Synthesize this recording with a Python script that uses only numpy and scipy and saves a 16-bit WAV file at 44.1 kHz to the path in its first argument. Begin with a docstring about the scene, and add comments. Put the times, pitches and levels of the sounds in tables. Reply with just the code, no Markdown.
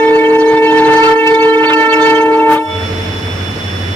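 """Trackside, close range: a diesel locomotive rolls past the microphone, sounding a two-bell air horn.
The horn, two stacks of swaying harmonics over rushing air, overloads the microphone and the limiter
pushes down the engine: two beating low notes, a roar of shaped noise and a few wavering whines.
The blast ends with a short hiss of bright noise and the gain recovers: a far echo of blurred
partials dies away under the throb, roar and whine of the engine."""
import sys
import numpy as np
from scipy import signal
from scipy.io import wavfile
from scipy.ndimage import uniform_filter1d, minimum_filter1d

SR = 44100
rng = np.random.default_rng(int(sys.argv[2]) if len(sys.argv) > 2 else 0)


def bounce(signal):
    """Save signal as a 16-bit WAV file at the path given by the first command-line argument."""
    frames = np.transpose(np.atleast_2d(signal))
    limited = np.clip(frames, -1, 1)
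    pcm = np.round(limited * 32767).astype(np.int16)
    wavfile.write(sys.argv[1], SR, pcm)


N = 174195
TIME = np.arange(N) / SR


def from_db(db):
    """Decibels to gain."""
    return np.exp(np.asarray(db) * (np.log(10) / 20))


def rms_one(x):
    """Scale to unit power."""
    return x / np.sqrt(np.mean(np.abs(x) ** 2) + 1e-20)


def in_time(rows):
    """Join (time, value) points by straight lines."""
    return np.interp(TIME, *np.transpose(rows))


def at_hz(rows, hz, axis=1):
    """Read one column of a table on a log-frequency axis."""
    rows = np.array(rows)
    return np.interp(np.log(hz), np.log(rows[:, 0]), rows[:, axis])


def pan(db):
    """Left and right gains of constant power, from left minus right in dB."""
    return rms_one(from_db(np.array([[db], [-db]]) / 2))


def drift(rate):
    """Smooth random curve of unit power, with little faster than the rate (Hz)."""
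    step = 40  # samples between the points of the curve
    lowpass = signal.butter(3, rate, fs=SR / step, output="sos")
    # the first 2000 points let the filter settle
    slow = signal.sosfilt(lowpass, rng.standard_normal(N // step + 2002))[2000:]
    return np.interp(np.arange(N) / step, np.arange(len(slow)), rms_one(slow))


def scatter(rate):
    """Random swing of a tone's strength and phase, as a complex gain of unit power."""
    return rms_one(drift(rate) + 1j * drift(rate))


# stereo spread of every noise at the microphone:
# (frequency [Hz], left-right likeness [-1 to 1], left minus right [dB])
NOISE_STEREO = [(60, 1, -5), (300, 0.99, 1), (630, 0.27, -2.5), (1030, -0.039, 0), (1670, -0.33, -9),
                (4000, -0.025, -4), (8000, 0.21, -2.5), (13000, -0.21, 2)]
NOISE_FLICKER_DB = .6


def banded_noise(spectrum):
    """Half-octave bands of stereo noise, each with its own level, slight flicker and width."""
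    out = 0
    edges = 22 * 2 ** np.arange(0, 9.6, .5)
    white = rng.standard_normal((2, 2, N))
    for k, (low, high) in enumerate(zip(edges, edges[1:])):
        hz = np.sqrt(low * high)
        if hz < spectrum[0][0] / 2:
            continue
        bandpass = signal.butter(2, [low, high], "band", fs=SR, output="sos")
        # neighbouring bands draw on different noise
        mid, side = signal.sosfilt(bandpass, white[k % 2])
        alike = np.clip(at_hz(NOISE_STEREO, hz), -1, 1)
        level_db = at_hz(spectrum, hz) + NOISE_FLICKER_DB * drift(7.2)
        gain = from_db(level_db) * pan(at_hz(NOISE_STEREO, hz, axis=2))
        stereo = np.sqrt(1 + alike) * mid + np.sqrt(1 - alike) * side * [[1], [-1]]
        out = out + gain * stereo
    return rms_one(out)


# shared treble level of the horn: (time [s], level [dB])
TREBLE = [(0, 6.5), (.3, -1.5), (.55, -0.5), (1.05, 5), (1.5, 2), (1.8, 5.5), (2.1, 5), (2.33, -3),
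          (2.55, -4.5)]
# how far the left side leads the right as the horn moves past the microphone:
# (frequency [Hz], lead at the start [rad], lead at the end of the blast [rad])
PORT_LEAD = [(310, 0, 0), (447, 0, .3), (893, 0, 0), (1240, 0, 0), (1340, -3.1, -1), (1786, .7, 2),
             (2232, 1.5, 2), (2679, 2.4, 2), (4000, 2, 1.5)]
LOW_BELL_HZ, HIGH_BELL_HZ = 310.55, 446.55
HORN_OFF_S = 2.538
TREBLE_FROM_HZ = 1100
PITCH_WANDER, PITCH_JITTER = 0.00048, 0.00043  # shares of the pitch
SWAY_HZ, ROUGHNESS_HZ = 8, 45.2
# slow sway and fast roughness of a partial; power of its frequency
SWAY, ROUGHNESS, SCATTER_GROWTH = 0.25, 0.21, 0.29
SIDE_SWAY = 0.37  # opposed left-right sway, relative to the sway in common
# weak treble partials drop in and out
DROPOUT_DB, DROPOUT_HZ, DROPOUT_BELOW_DB = 6.5, 18.3, -16


def bell(pitch_hz, partials, own_curves, push=0):
    """One diaphragm's harmonics, phase-shifted by a push (rad), with a slow sway and a fast roughness."""
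    wander = PITCH_WANDER * drift(7.5) + PITCH_JITTER * drift(40)
    phase = push + 2 * np.pi * np.cumsum(pitch_hz * (1 + wander)) / SR
    treble = from_db(in_time(TREBLE))
    out = 0
    for k, db, pan_db in partials:
        k = round(k)
        hz = k * pitch_hz
        if k in own_curves:
            gain = from_db(in_time(own_curves[k]))
        elif hz > TREBLE_FROM_HZ:
            gain = treble
        else:
            gain = 1
        weakness = np.clip((DROPOUT_BELOW_DB - db) / 10, 0, 1)
        dropout_db = DROPOUT_DB * weakness * drift(DROPOUT_HZ) * (hz > TREBLE_FROM_HZ)
        sway = scatter(SWAY_HZ) + SIDE_SWAY * scatter(SWAY_HZ) * [[1], [-1]]
        swings = SWAY * sway + ROUGHNESS * scatter(ROUGHNESS_HZ)
        unsteady = 1 + (hz / HIGH_BELL_HZ) ** SCATTER_GROWTH * swings
        lead_ends = [at_hz(PORT_LEAD, hz), at_hz(PORT_LEAD, hz, axis=2)]
        lead = np.interp(TIME, [0, HORN_OFF_S], lead_ends)
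        ports = pan(pan_db) * np.exp(-1j * lead * np.array([[0], [1]]))
        tone = from_db(db + dropout_db) * gain * np.exp(1j * k * (phase + k))
        out = out + np.real(ports * unsteady * tone)
    return np.sqrt(2) * out


# partials of each bell before the horn's own level:
# (multiple of the pitch, level [dB], left minus right [dB])
LOW_BELL = [(1, -10.5, 0), (2, -25, 14), (3, -21, -6.5), (4, -45, -9), (5, -52, -2), (6, -60, -6),
            (7, -59.5, -17)]
HIGH_BELL = [(1, -3.5, 0), (2, -7.5, 0), (3, -11.5, 0.5), (4, -16, -9.5), (5, -21.5, -6), (6, -24.5, 1),
             (7, -34, -12), (8, -36.5, -0.5), (9, -42, -18.5), (10, -40.5, -7), (11, -58.5, -8),
             (12, -48.5, 5.5), (13, -57, -19), (14, -47.5, -11), (15, -55, 17.5)]
# relative loudness of the horn at the microphone: (time [s], level [dB])
BLAST = [(0, -5.5), (.35, -3), (.7, -2.5), (.79, 1), (.95, -2), (1.115, -1), (1.15, -5.5), (1.68, -4),
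         (1.8, -2.5), (1.9, -5.5), (1.97, -2), (2.125, -0.5), (2.16, -3.5), (2.46, -3), (2.53, 1.5)]
# moments where the level dips briefly: (time [s], depth [dB])
DIPS = [(0.379, 5.5), (1.151, 5)]
# level of the low bell's second partial: (time [s], level [dB])
LOW_SECOND = [(0, 4), (1.1, -8.5), (1.4, -12), (1.8, 2), (2.5, 4)]
# levels of the high bell's first three partials: (time [s], level [dB])
FUNDAMENTAL = [(0, 1.5), (.5, 0.5), (.7, -3.5), (1.5, 2.5), (1.75, -6), (1.92, -5.5), (2.05, -4), (2.3, -1),
               (2.55, -9.5)]
SECOND = [(0, 0), (.35, -3.5), (.7, -2), (1.0, 2.5), (1.25, 0.5), (1.7, -1), (2.1, -2), (2.4, 1),
          (2.56, 1.5)]
THIRD = [(0, -0.5), (.25, -9), (.8, -17.5), (1.08, 4), (1.25, -8), (1.6, -2.5), (1.95, 1.5), (2.2, -6.5),
         (2.55, -9.5)]
# air rushing through the bells: (frequency [Hz], relative density [dB per Hz])
AIR = [(30, 9), (150, 21.5), (1000, 14), (4000, -14), (8000, -3), (11000, -10), (15000, -25)]
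HORN_DB, HORN_FALL_DB_PER_S = 22, 259
DIP_S = 0.0055
AIR_DB, AIR_FOLLOWS = -9, 2.2  # level; dB of air per dB of horn
COUPLING_RAD, COUPLING_SWING_DB, COUPLING_SWING_HZ = 0.032, 8, 21


def horn():
    """Two bells over rushing air until the valve shuts with a hiss; the low bell shakes the high one's wave."""
    blast_db = in_time(BLAST)
    dips_db = sum(depth * np.exp(-((TIME - s) / DIP_S) ** 2) for s, depth in DIPS)
    level_db = HORN_DB + blast_db - dips_db
    push_size = COUPLING_RAD * from_db(blast_db + COUPLING_SWING_DB * drift(COUPLING_SWING_HZ))
    push = push_size * np.sin(2 * np.pi * LOW_BELL_HZ * TIME)
    low = bell(LOW_BELL_HZ, LOW_BELL, {2: LOW_SECOND})
    high = bell(HIGH_BELL_HZ, HIGH_BELL, {1: FUNDAMENTAL, 2: SECOND, 3: THIRD}, push)
    bells = from_db(level_db) * (low + high)
    air = from_db(AIR_DB + AIR_FOLLOWS * blast_db) * banded_noise(AIR)
    shut_off = from_db(-HORN_FALL_DB_PER_S * np.maximum(TIME - HORN_OFF_S, 0))
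    return (bells + air + hiss()) * shut_off


# the engine's two beating low notes: (frequency [Hz], level before THROB_DB [dB])
ENGINE_NOTES = [(91.6, -22), (103.85, -28)]
# turbocharger and gear whines:
# (frequency [Hz], rate of wavering [Hz], level before WHINE_DB [dB], left minus right [dB])
WHINES = [(2955, 20, -39, -7), (3456, 12, -32, 0), (5378, 55, -40, -7)]
# level of throb and roar, held down during the blast, back up soon after it: (time [s], level [dB])
LOW_RETURN = [(0, -8.5), (2.66, -9), (2.82, 1), (3.4, 0.5), (3.95, 1)]
# fans and exhaust: (frequency [Hz], relative density [dB per Hz])
ROAR = [(25, -15), (42, -20), (55, 1), (100, -6), (160, 2.5), (280, 1.5), (450, -2), (700, -6), (1000, -10),
        (1500, -6), (2200, -8.5), (2900, -9.5), (3800, -24), (4500, -16), (6500, -36.5), (10000, -33),
        (15000, -46.5)]
THROB_PEAK_S = 3.42  # both notes crest together here
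THROB_DB, THROB_WAVER = -1, 0.24
WHINE_DB, WHINE_STEADY = 2, 1.3  # trim; steady part against a scatter of 1
ROAR_DB = -23


def engine():
    """Two low notes beat twelve times a second under the roar of fans and exhaust and a few whines."""
    throb = 0
    for hz, db in ENGINE_NOTES:
        waver = 1 + THROB_WAVER * drift(6.7)
        throb = throb + from_db(db + THROB_DB) * waver * np.cos(2 * np.pi * hz * (TIME - THROB_PEAK_S))
    whines = 0
    for hz, width, db, pan_db in WHINES:
        waver = rms_one(WHINE_STEADY + np.array([scatter(width), scatter(width)]))
        tone = np.real(waver * np.exp(2j * np.pi * hz * TIME))
        whines = whines + from_db(db + WHINE_DB) * pan(pan_db) * tone
    roar = from_db(ROAR_DB) * banded_noise(ROAR)
    return np.sqrt(2) * whines + from_db(in_time(LOW_RETURN)) * (np.sqrt(2) * throb + roar)


# colour of the closing hiss: (frequency [Hz], relative density [dB per Hz])
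HISS = [(1500, -12), (4500, 1), (8000, -4), (14000, 0)]
HISS_S, HISS_WIDTH_S, HISS_DB, HISS_PAN_DB = 2.535, .024, -2, -2


def hiss():
    """A short swell of bright noise as the blast ends."""
    swell = np.exp(-.5 * ((TIME - HISS_S) / HISS_WIDTH_S) ** 2)
    return from_db(HISS_DB) * swell * pan(HISS_PAN_DB) * banded_noise(HISS)


# partials of the far echo: (frequency [Hz], level [dB], left minus right [dB])
ECHO = [(310.5, -33, 0), (446, -23.5, -2), (621, -35, 0), (894, -28, 0), (1338, -32, -4), (1785, -36, -8),
        (2232, -32, -11), (2679, -38, -9), (3125, -44, -2), (3570, -42, -2)]
ECHO_DELAY_S, ECHO_BLUR = 0.21, 0.62
ECHO_FALL_DB_PER_S = 20  # at the high bell's pitch
ECHO_FALL_GROWTH = 0.45  # higher partials die sooner: power of the frequency


def horn_echo():
    """Blurred partials from the surroundings hold through and past the blast, then die, highest fastest."""
    since = np.maximum(TIME - HORN_OFF_S - ECHO_DELAY_S, 0)
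    out = 0
    for hz, db, pan_db in ECHO:
        blur = rms_one(1 + ECHO_BLUR * np.array([scatter(6.9), scatter(13.0)]))
        lead = at_hz(PORT_LEAD, hz, axis=2) * np.array([[0], [1]])
        fall_rate = ECHO_FALL_DB_PER_S * (hz / HIGH_BELL_HZ) ** ECHO_FALL_GROWTH
        tone = np.real(blur * np.exp(1j * (2 * np.pi * hz * TIME - lead)))
        out = out + from_db(db - fall_rate * since) * pan(pan_db) * tone
    return np.sqrt(2) * out


def scene():
    """Horn, echo and engine at the trackside."""
    return horn() + horn_echo() + engine()


CEILING_DB, HOLD_S, RELEASE_DB_PER_S = -2.5, 0.011, 167.5


def limiter(x):
    """The gain ducks under the peaks, holds, then recovers at a steady rate."""
    size = int(HOLD_S * SR)
    climb = RELEASE_DB_PER_S * TIME
    peak_db = 20 * np.log10(np.abs(x).max(axis=0) + 1e-9)
    # the highest peak so far, sinking at the release rate
    held_db = np.maximum.accumulate(peak_db + climb) - climb
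    gain_db = minimum_filter1d(np.minimum(CEILING_DB - held_db, 0), size)
    return x * from_db(uniform_filter1d(gain_db, size))


# steady hiss of the recorder: (frequency [Hz], relative density [dB per Hz])
SELF_NOISE = [(100, 8.5), (3000, -0.5), (6000, -2), (10000, -1.5), (15000, -15.5)]
SELF_NOISE_DB = -44.5
OVERLOAD_DB, OVERLOAD_KNEE = 22.5, 15  # a higher knee bends more sharply
OVERLOAD_SKEW = 0.019  # one side of the wave flattens sooner: share of the overload level
CUTOFF_HZ = 15700


def record(dry):
    """The microphone flattens peaks, the limiter rides the level, a faint hiss is added, the top is cut."""
    top = from_db(OVERLOAD_DB)
    pushed = dry / top + OVERLOAD_SKEW
    bent = pushed / (1 + np.abs(pushed) ** OVERLOAD_KNEE) ** (1 / OVERLOAD_KNEE)
    flattened = top * (bent - OVERLOAD_SKEW)
    highpass = signal.butter(1, 22, "high", fs=SR, output="sos")
    blocked = signal.sosfilt(highpass, flattened)
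    out = limiter(blocked) + from_db(SELF_NOISE_DB) * banded_noise(SELF_NOISE)
    top_cut = signal.ellip(10, .1, 80, CUTOFF_HZ, fs=SR, output="sos")
    return signal.sosfilt(top_cut, out)


dry = scene()
out = record(dry)
bounce(out)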